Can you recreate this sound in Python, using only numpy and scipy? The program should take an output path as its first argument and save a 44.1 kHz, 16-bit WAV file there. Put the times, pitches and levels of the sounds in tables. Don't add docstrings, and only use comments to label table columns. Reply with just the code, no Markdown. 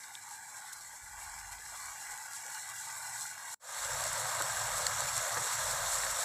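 import sys
import numpy as np
from scipy import signal
from scipy.fft import rfft, irfft, next_fast_len
from scipy.io import wavfile
from scipy.ndimage import map_coordinates

SR = 44100
rng = np.random.default_rng(int(sys.argv[2]) if len(sys.argv) > 2 else 0)


def inscribe(sig):
    pcm = np.round(np.clip(np.atleast_2d(sig).T, -1, 1) * 32767)
    wavfile.write(sys.argv[1], SR, pcm.astype(np.int16))


N = 275184
SECONDS = np.arange(N) / SR

# time in seconds, boiling in dB, sizzling in dB, before trims.
HEAT_BESIDE = [(0.0, -52.5, -50.5), (0.42, -53.5, -51.5), (0.56, -52, -49.5), (1.08, -52, -50.5),
               (1.3, -50, -48.5), (1.66, -50.5, -48.5), (1.74, -51, -47), (1.9, -49, -47), (2.45, -49, -46),
               (2.7, -49.5, -45.5), (3.26, -48, -42.5), (3.36, -49, -48), (3.52, -49.5, -45)]
# centre in seconds, lift in dB, half-length in seconds.
WELLINGS = [(0.332, 2, 0.048), (0.653, 1, 0.063), (1.19, 2.5, 0.016), (1.527, 3, 0.011), (1.766, 2, 0.042),
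            (2.566, 2.5, 0.035), (3.066, 2, 0.038)]
# centre in Hz, half-width in Hz, level in dB.
POT_RESONANCES = [(870, 126, 0.5), (1481, 108, -1), (1637, 122, -1.5), (1976, 147, -4.5), (2270, 114, -8)]
# centre in Hz, half-width in Hz, level in dB.
FITFUL_RESONANCE = [(1115, 175, 0)]
# centre in Hz, half-width in Hz, level in dB.
HIGH_RESONANCES = [(2470, 200, -6), (2820, 170, 0), (3290, 160, 0)]
# centre in seconds, dip in dB, half-length in seconds, from Hz, to Hz.
LULLS = [(0.03, -5, .04, 300, 1000), (0.185, -7, 0.03, 300, 1500), (0.46, -6, 0.05, 1030, 1450),
         (0.692, -6, 0.03, 300, 1200), (0.9, -6, 0.055, 1030, 1450), (1.11, -4, 0.025, 300, 2300),
         (1.45, -4, .025, 300, 1400), (1.622, -8, 0.03, 300, 1400), (1.98, -5, .03, 1030, 1450),
         (2.345, -4, 0.018, 300, 1100), (2.41, -11, .045, 1030, 1420), (2.625, -6, .03, 1000, 1400),
         (2.8, -4, 0.07, 300, 1000), (3.29, -9, 0.026, 300, 1400), (4.963, -12, 0.034, 200, 680),
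         (5.145, -12, 0.047, 200, 650), (5.555, -13, 0.037, 200, 620)]
# frequency in Hz, relative density in dB per Hz.
FAT_BESIDE = [(1880, -24), (3200, -14), (3490, -12), (4280, -5), (4720, -12.5), (5380, -3.5), (6060, -5.5),
              (7340, 1.5), (7740, 3.5), (8710, -3), (9360, -11.5), (10600, -5.5), (11500, -10),
              (12700, -11), (13900, -22.5), (15400, -18.5)]
# time in seconds, level in dB.
FLAME_BESIDE = [(0.05, -81), (0.92, -75.5), (1.2, -74), (1.85, -74), (2.05, -76), (2.6, -75), (2.85, -70.5),
                (3.27, -66.5), (3.45, -78)]
# start in seconds, length in seconds, level in dB.
FLARES = [(3.89, 1.31, -55.5), (5.33, 0.11, -53.5), (5.53, 0.33, -56), (5.92, 0.25, -61)]
# frequency in Hz, relative density in dB per Hz.
FLAME_COLOUR = [(32, -33), (55, -23), (64, -11), (97, 4.5), (125, 4.5), (147, 0), (243, -20), (330, -42),
                (430, -26), (730, -120)]
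# start in seconds, length in seconds, level in dB before a 1 dB lift.
DRONE_SWELLS = [(0.72, 0.28, -79), (1.015, 0.55, -62.5), (1.57, 0.25, -68), (1.84, 0.092, -63.5),
                (2.08, 0.075, -67.5), (3.796, 0.36, -62), (4.19, 0.25, -75), (4.486, 0.76, -61.5),
                (5.352, 0.094, -69), (5.595, 0.58, -60)]
# frequency in Hz, relative density in dB per Hz.
DRONE_COLOUR = [(20, -32), (36, -24), (44.5, -2), (54, -16), (85, -13), (125, -25), (300, -69)]
# frequency in Hz, relative density in dB per Hz.
AIR_COLOUR = [(30, -3), (120, 4.5), (300, 0.5), (600, -2.5), (2000, -27), (15000, -16)]
# start in seconds, nominal level in dB, ring in Hz, ring and crack t60 in seconds,
# relative crack level in dB.
SNAPS = [(0.036, -47, 4400, 0.024, -2), (0.1526, -29.5, 3640, 0.0062, -13), (0.1526, -42, 2300, 0.005, -9),
         (1.584, -43, 4360, 0.0051, 2), (2.071, -52, 2450, 0.025, 7), (2.548, -37, 5600, 0.0055, -4.5),
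         (4.8663, -19, 4320, 0.0086, -8), (4.8668, -21, 7460, 0.0068, -3), (4.8675, -22, 1600, 0.0045, -2),
         (4.8688, -23, 1770, 0.0054, 3), (5.086, -36, 2380, 0.012, 4), (5.345, -24, 6000, 0.005, -11),
         (5.37, -36, 1880, 0.016, 0), (6.035, -21.5, 1800, 0.0044, -3)]
# centre in seconds, level in dB, half-length in seconds.
SPURTS = [(0.036, -52, .008), (0.145, -52, .018), (0.335, -49.5, 0.04), (0.508, -59, .015),
          (0.58, -50.5, 0.016), (0.732, -42.5, 0.0075), (0.964, -60, .03), (1.225, -50, 0.044),
          (1.394, -49, .012), (1.525, -45.5, 0.011), (1.77, -51, 0.018), (2.026, -47, 0.037),
          (2.118, -47, 0.023), (2.362, -44.5, 0.03), (2.535, -46.5, 0.032), (2.7, -48, 0.011),
          (2.834, -49, 0.058), (3.22, -42.5, 0.024), (3.535, -46, 0.033), (4.48, -51, .01),
          (4.565, -49, 0.0087), (4.78, -41, 0.028), (5.167, -38, 0.022), (5.534, -36, 0.013),
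          (5.712, -38, 0.012), (5.932, -36.5, 0.036)]
# start in seconds, nominal dB with the energy spread over one ms.
SPITS = [(0.153, -45), (0.2897, -42), (0.3102, -42), (0.4983, -49), (0.732, -45), (0.826, -48),
         (1.4716, -43), (1.5234, -47), (1.6062, -45), (1.7998, -42), (1.8588, -37), (2.1121, -41),
         (2.177, -40), (2.2687, -46), (2.3341, -38), (2.465, -37), (2.5037, -40), (2.5466, -38),
         (2.6898, -44), (2.9527, -46), (3.1966, -38), (3.2103, -35), (4.039, -27), (4.1304, -31),
         (4.4218, -24), (4.4788, -40), (4.5631, -34), (4.8676, -27), (5.0056, -28), (5.038, -34),
         (5.179, -27), (5.3438, -36), (5.7105, -28), (6.0492, -31)]
# centre in seconds, relative level in dB, pitch in Hz, half-spread in seconds.
GURGLES = [(0.562, -54, 623, 0.031), (0.95, -52, 695, 0.02), (1.187, -54, 644, 0.017),
           (1.59, -58, 500, .015), (1.739, -40, 800, 0.024), (1.752, -40, 1200, 0.016),
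           (2.111, -55, 537, 0.028), (2.465, -50.5, 557, 0.025), (2.70, -56, 680, 0.039),
           (2.888, -51, 650, .02), (2.983, -50.5, 600, 0.035), (3.43, -55, 586, 0.053),
           (4.408, -24, 1390, 0.0048), (4.411, -48.5, 380, 0.0084), (5.371, -29, 1430, 0.0079),
           (5.371, -38.5, 455, 0.0066), (5.402, -52, 334, 0.0184), (5.44, -43.5, 450, 0.035),
           (6.035, -45.5, 443, 0.0099)]
# start in seconds, nominal level in dB, starting pitch in Hz.
POPS = [(4.405, -17.5, 940), (5.238, -24, 1200), (5.3679, -20, 900), (5.372, -21, 1400)]
# frequency in Hz, relative density in dB per Hz.
JUICE_ABOVE = [(190, -65), (330, -33), (398, -25.5), (515, -2), (650, 1), (780, -2), (930, 2), (1090, 0.5),
               (1250, 2.5), (1390, -2), (1600, 2), (1780, -3), (1900, -3.5), (2190, -6), (2550, -17.5),
               (3320, -47), (5610, -120)]
# frequency in Hz, relative density in dB per Hz.
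FAT_ABOVE = [(1880, -28.5), (3150, -17), (3600, -6.5), (4250, -7), (4430, -5.5), (4800, -14), (5420, -4.5),
             (6310, -6.5), (7650, 2), (8050, -0.5), (9300, -13), (10800, -8), (11500, -13.5), (12800, -13),
             (13900, -24.5), (15400, -21)]

BREAK_S, RETURN_S, TOP_HZ = 3.545, 3.595, 15530
GAP_DB = -93
BESIDE_BOIL_TRIM_DB, BESIDE_SIZZLE_TRIM_DB = 0.07, -0.88
WELLING_SIZZLE_SHARE = 0.31
SIMMER_BRIGHT_DB = -13
BRIGHTEN, BRIGHT_ABOVE_HZ = 0.52, 2000
FITFUL_DB, FITFUL_SWING_DB, FITFUL_GROWS = -8.5, 2, 0.68
WANDER_SHARE, WANDER_RATE = 0.0087, 5
FLARE_ATTACK_S, FLARE_RELEASE_S, FLAME_LULL_DB = 0.08, 0.056, -69.5
DRONE_ATTACK_S, DRONE_RELEASE_S, DRONE_LULL_DB = 0.04, 0.059, -100
SNAP_LOW_RATIO, SNAP_TOP_RATIO = 0.76, 1.3
SPIT_T60_S, POP_CYCLES = 0.0071, 6.4
ABOVE_BOIL_DB, ABOVE_SIZZLE_DB = -39.5, -39.5
BOIL_RISE_DB_PER_S, SIZZLE_RISE_DB_PER_S = 0.21, 1.18
BOIL_RETURN_DB, BOIL_RETURN_S = -2, 0.45


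def amp(db):
    return 10 ** (np.asarray(db) / 20)


def unit(x):
    return x / np.sqrt(np.mean(x ** 2) + 1e-20)


def noise():
    return rng.standard_normal(N)


def curves(rows):
    s, *columns = np.transpose(rows)
    return [np.interp(SECONDS, s, column) for column in columns]


def bump(centre, length):
    return np.exp(-((SECONDS - centre) / length) ** 2)


def wobble(rate):
    at = np.arange(N) * rate / SR
    coarse = at[::16]
    knots = rng.standard_normal(int(at[-1]) + 4)
    return np.interp(at, coarse, map_coordinates(knots, [coarse]))


def highpassed(x, order, hz, sosfilter):
    return sosfilter(signal.butter(order, hz, "highpass", fs=SR, output="sos"), x)


def coloured(x, points):
    size = 16384
    hz, db = np.transpose(points)
    bins = np.fft.rfftfreq(size, 1 / SR)
    shape = amp(np.interp(np.log(bins + 1), np.log(hz + 1), db))
    cepstrum = irfft(np.log(np.maximum(shape, 1e-5)))[:size // 2]
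    cepstrum[1:] *= 2
    response = irfft(np.exp(rfft(cepstrum, size)))[:size // 2]
    return unit(signal.oaconvolve(x, response)[:N])


def add(track, s, sound):
    start = max(round(s * SR), 0)
    track[start:start + len(sound)] += sound[:N - start]


def bursts(rate, spread_db):
    chance, size, sign = rng.random(N), rng.standard_normal(N), rng.choice([-1, 1], N)
    return unit((chance < rate / SR) * sign * amp(spread_db * np.minimum(size, 2.5)))


def bubble(t, hz, cycles, rise):
    age = t * hz / cycles
    ring = np.sin(2 * np.pi * hz * t * (1 + rise * age))
    onset = 1 - np.exp(-2 * t * hz)
    return ring * amp(-60 * age) * onset


def boiling(rate, spread_db, cycles, froth_db):
    count = int(rate * N / SR)
    when, pitch, size = rng.random((count, 3)).T
    t = np.arange(SR // 50) / SR
    hz = 520 * 5 ** pitch[:, None]
    rings = bubble(t, hz, cycles, rise=0.11) * hz * amp(spread_db * size[:, None])
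    at = (when * N).astype(int)[:, None] + np.arange(len(t))
    swarm = unit(np.bincount(at.ravel(), rings.ravel(), N)[:N])
    return swarm + amp(froth_db) * bursts(rate=4000, spread_db=0.0)


def sizzling(rate, spread_db, steam_db, clump_db, flutter_db):
    droplets = bursts(rate, spread_db) * amp(clump_db * wobble(260))
    steam = amp(steam_db) * noise()
    return (droplets + steam) * amp(flutter_db * wobble(45))


def patchy(x, depth_db, rate, width_hz, fade_hz):
    hz, t, z = signal.stft(x, SR, nperseg=1024)
    knots = rng.standard_normal((240, 200))
    grid = np.meshgrid(hz / width_hz, t * rate, indexing="ij")
    field = map_coordinates(knots, grid, order=2, mode="mirror")
    swell = np.minimum(field, 1)
    gain = amp(depth_db * swell / (1 + (hz[:, None] / fade_hz) ** 4))
    gain /= np.sqrt(np.mean(gain ** 2, axis=1, keepdims=True))
    return signal.istft(z * gain, SR, nperseg=1024)[1][:N]


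def hollow(modes):
    hz = np.geomspace(100, 16000, 300)
    power = sum(amp(db) ** 2 / (1 + ((hz - centre) / width) ** 2) ** 3 for centre, width, db in modes)
    return np.c_[hz, 10 * np.log10(power + 1e-9)]


def wandering(x, share, rate):
    at = np.arange(N) + np.cumsum(share * wobble(rate))
    return map_coordinates(x, [at], order=3, mode="mirror")


def lulled(x):
    hz, _, z = signal.stft(x, SR, nperseg=512)
    t = np.arange(z.shape[1]) * 256 / SR

    def below(edge_hz):
        return 1 / (1 + (hz[:, None] / edge_hz) ** 16)

    dip_db = 0
    for s, db, length, low_hz, top_hz in LULLS:
        band = below(top_hz) - below(low_hz)
        dip_db = dip_db + db * np.exp(-((t - s) / length) ** 2) * band
    return signal.istft(z * amp(dip_db), SR, nperseg=512)[1][:N]


def juice_beside(boil_db):
    harder_db = boil_db - boil_db.mean()
    juice = boiling(rate=440, spread_db=0.5, cycles=18.0, froth_db=11)
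    juice = patchy(juice, depth_db=3.8, rate=14, width_hz=95, fade_hz=8000)
    fitful = patchy(bursts(rate=4000, spread_db=2), depth_db=4.5, rate=14, width_hz=100, fade_hz=8000)
    fitful_db = FITFUL_DB + FITFUL_GROWS * harder_db + FITFUL_SWING_DB * wobble(14)
    body = coloured(juice, hollow(POT_RESONANCES))
    body = body + amp(fitful_db) * coloured(fitful, hollow(FITFUL_RESONANCE))
    body = wandering(body, WANDER_SHARE, WANDER_RATE)
    upper = highpassed(body, 3, BRIGHT_ABOVE_HZ, signal.sosfiltfilt)
    body = body - upper + upper * amp(BRIGHTEN * harder_db)
    small = coloured(juice, hollow(HIGH_RESONANCES))
    small = patchy(small, depth_db=5.5, rate=12, width_hz=140, fade_hz=8000)
    small_db = SIMMER_BRIGHT_DB + 1.2 * (boil_db - boil_db.max())
    return lulled(body) + amp(small_db) * small


def fat_beside():
    fat = sizzling(rate=4000, spread_db=4.5, steam_db=-1.0, clump_db=0.5, flutter_db=0.7)
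    fat = patchy(fat, depth_db=7.5, rate=13, width_hz=160, fade_hz=5400)
    fat = patchy(fat, depth_db=1.1, rate=48, width_hz=1150, fade_hz=16000)
    return coloured(highpassed(fat, 6, 3150, signal.sosfilt), FAT_BESIDE)


def pot_beside():
    boil_db, sizzle_db = curves(HEAT_BESIDE)
    lift_db = sum(db * bump(s, length) for s, db, length in WELLINGS)
    boil_db = boil_db + lift_db
    sizzle_db = sizzle_db + WELLING_SIZZLE_SHARE * lift_db
    surge_db = 0.42 * wobble(18)
    boil = amp(boil_db + BESIDE_BOIL_TRIM_DB) * juice_beside(boil_db)
    sizzle = amp(sizzle_db + BESIDE_SIZZLE_TRIM_DB) * fat_beside()
    return amp(surge_db) * (boil + sizzle)


def swells(rows, attack_s, release_s, lull_db):
    gain = amp(lull_db)
    for s, length, db in rows:
        rise, fall = (SECONDS - s) / attack_s, (s + length - SECONDS) / release_s
        gain = gain + amp(db) * np.clip(np.minimum(rise, fall) + 0.5, 0, 1)
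    return gain


def flames():
    side_db, = curves(FLAME_BESIDE)
    flaring = swells(FLARES, FLARE_ATTACK_S, FLARE_RELEASE_S, FLAME_LULL_DB)
    draught = np.where(SECONDS < RETURN_S, amp(side_db), flaring)
    return draught * unit(coloured(noise(), FLAME_COLOUR) * amp(0.88 * wobble(16)))


def drone():
    level = swells(DRONE_SWELLS, DRONE_ATTACK_S, DRONE_RELEASE_S, DRONE_LULL_DB)
    return amp(1.0) * level * coloured(noise(), DRONE_COLOUR)


def outdoor_air(level_db):
    return amp(level_db) * coloured(noise(), AIR_COLOUR)


def snaps():
    out, t = np.zeros(N), np.arange(SR // 25) / SR
    for s, db, hz, t60, crack_db in SNAPS:
        band = [SNAP_LOW_RATIO * hz, min(SNAP_TOP_RATIO * hz, 11000)]
        dry_wood = signal.butter(2, band, "bandpass", fs=SR, output="sos")
        ring = np.sin(2 * np.pi * hz * t)
        crack = 1.9 * amp(crack_db) * rng.standard_normal(len(t))
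        envelope = amp(db + 2.5 - 60 * t / t60) * (1 - np.exp(-t / 0.00024))
        add(out, s, signal.sosfilt(dry_wood, envelope * (ring + crack)))
    return out


def spurts():
    swell = sum(amp(db) * bump(s, length) for s, db, length in SPURTS)
    return swell * coloured(bursts(rate=5400, spread_db=0.5), FAT_BESIDE)


def spits():
    out, t = np.zeros(N), np.arange(SR // 80) / SR
    for s, db in SPITS:
        tick = rng.standard_normal(len(t)) * amp(-60 * t / SPIT_T60_S)
        tick *= np.sqrt(SR / 1000 / np.sum(tick ** 2))
        add(out, s, amp(db) * tick)
    return out.std() * coloured(out, FAT_BESIDE)


def gurgles():
    out, t = np.zeros(N), np.arange(SR // 20) / SR
    for s, db, hz, length in GURGLES:
        for delay, detune in rng.uniform(-1, 1, size=(8, 2)):
            note = bubble(t, hz * (1 + 0.15 * detune), cycles=24.0, rise=0.065)
            add(out, s + length * delay, amp(db - 6.5) * note)
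    for s, db, hz in POPS:
        add(out, s, amp(db) * bubble(t, hz, POP_CYCLES, rise=0.09))
    return out


def juice_above():
    juice = boiling(rate=550, spread_db=1, cycles=18.0, froth_db=15.5)
    juice = patchy(juice, depth_db=2.8, rate=16, width_hz=130, fade_hz=1500)
    small = amp(-15.5) * coloured(bursts(rate=3300, spread_db=8.0), hollow(HIGH_RESONANCES))
    return lulled(coloured(juice, JUICE_ABOVE)) + small


def fat_above():
    fat = sizzling(rate=4500, spread_db=1.0, steam_db=-2.5, clump_db=1.0, flutter_db=0.7)
    fat = patchy(fat, depth_db=1.5, rate=25, width_hz=704, fade_hz=16000)
    return coloured(fat, FAT_ABOVE)


def pot_above():
    since = SECONDS - RETURN_S
    surge_db = 0.15 * wobble(9.6)
    boil_db = ABOVE_BOIL_DB + BOIL_RISE_DB_PER_S * since + surge_db
    boil_db = boil_db + BOIL_RETURN_DB * bump(RETURN_S, BOIL_RETURN_S)
    sizzle_db = ABOVE_SIZZLE_DB + SIZZLE_RISE_DB_PER_S * since + surge_db
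    return amp(boil_db) * juice_above() + amp(sizzle_db) * fat_above()


def scene():
    remnant = amp(-24.5 - 650 * np.abs(SECONDS - BREAK_S)) + amp(-54)
    beside = np.where(SECONDS < BREAK_S, 1, remnant * (SECONDS < RETURN_S + 0.02))
    above = np.clip((SECONDS - RETURN_S) / 0.21, 0, 1) ** 1.14
    around = flames() + drone() + outdoor_air(-73.5) + snaps() + spurts() + spits() + gurgles()
    heard = beside * (pot_beside() + around) + above * (pot_above() + around)
    return (heard + outdoor_air(GAP_DB))[None]


def record(dry):
    m = next_fast_len(N + SR // 4)
    kept = np.fft.rfftfreq(m, 1 / SR) < TOP_HZ
    return irfft(rfft(dry, m) * kept, m)[:, :N]


dry = scene()
out = record(dry)
inscribe(out)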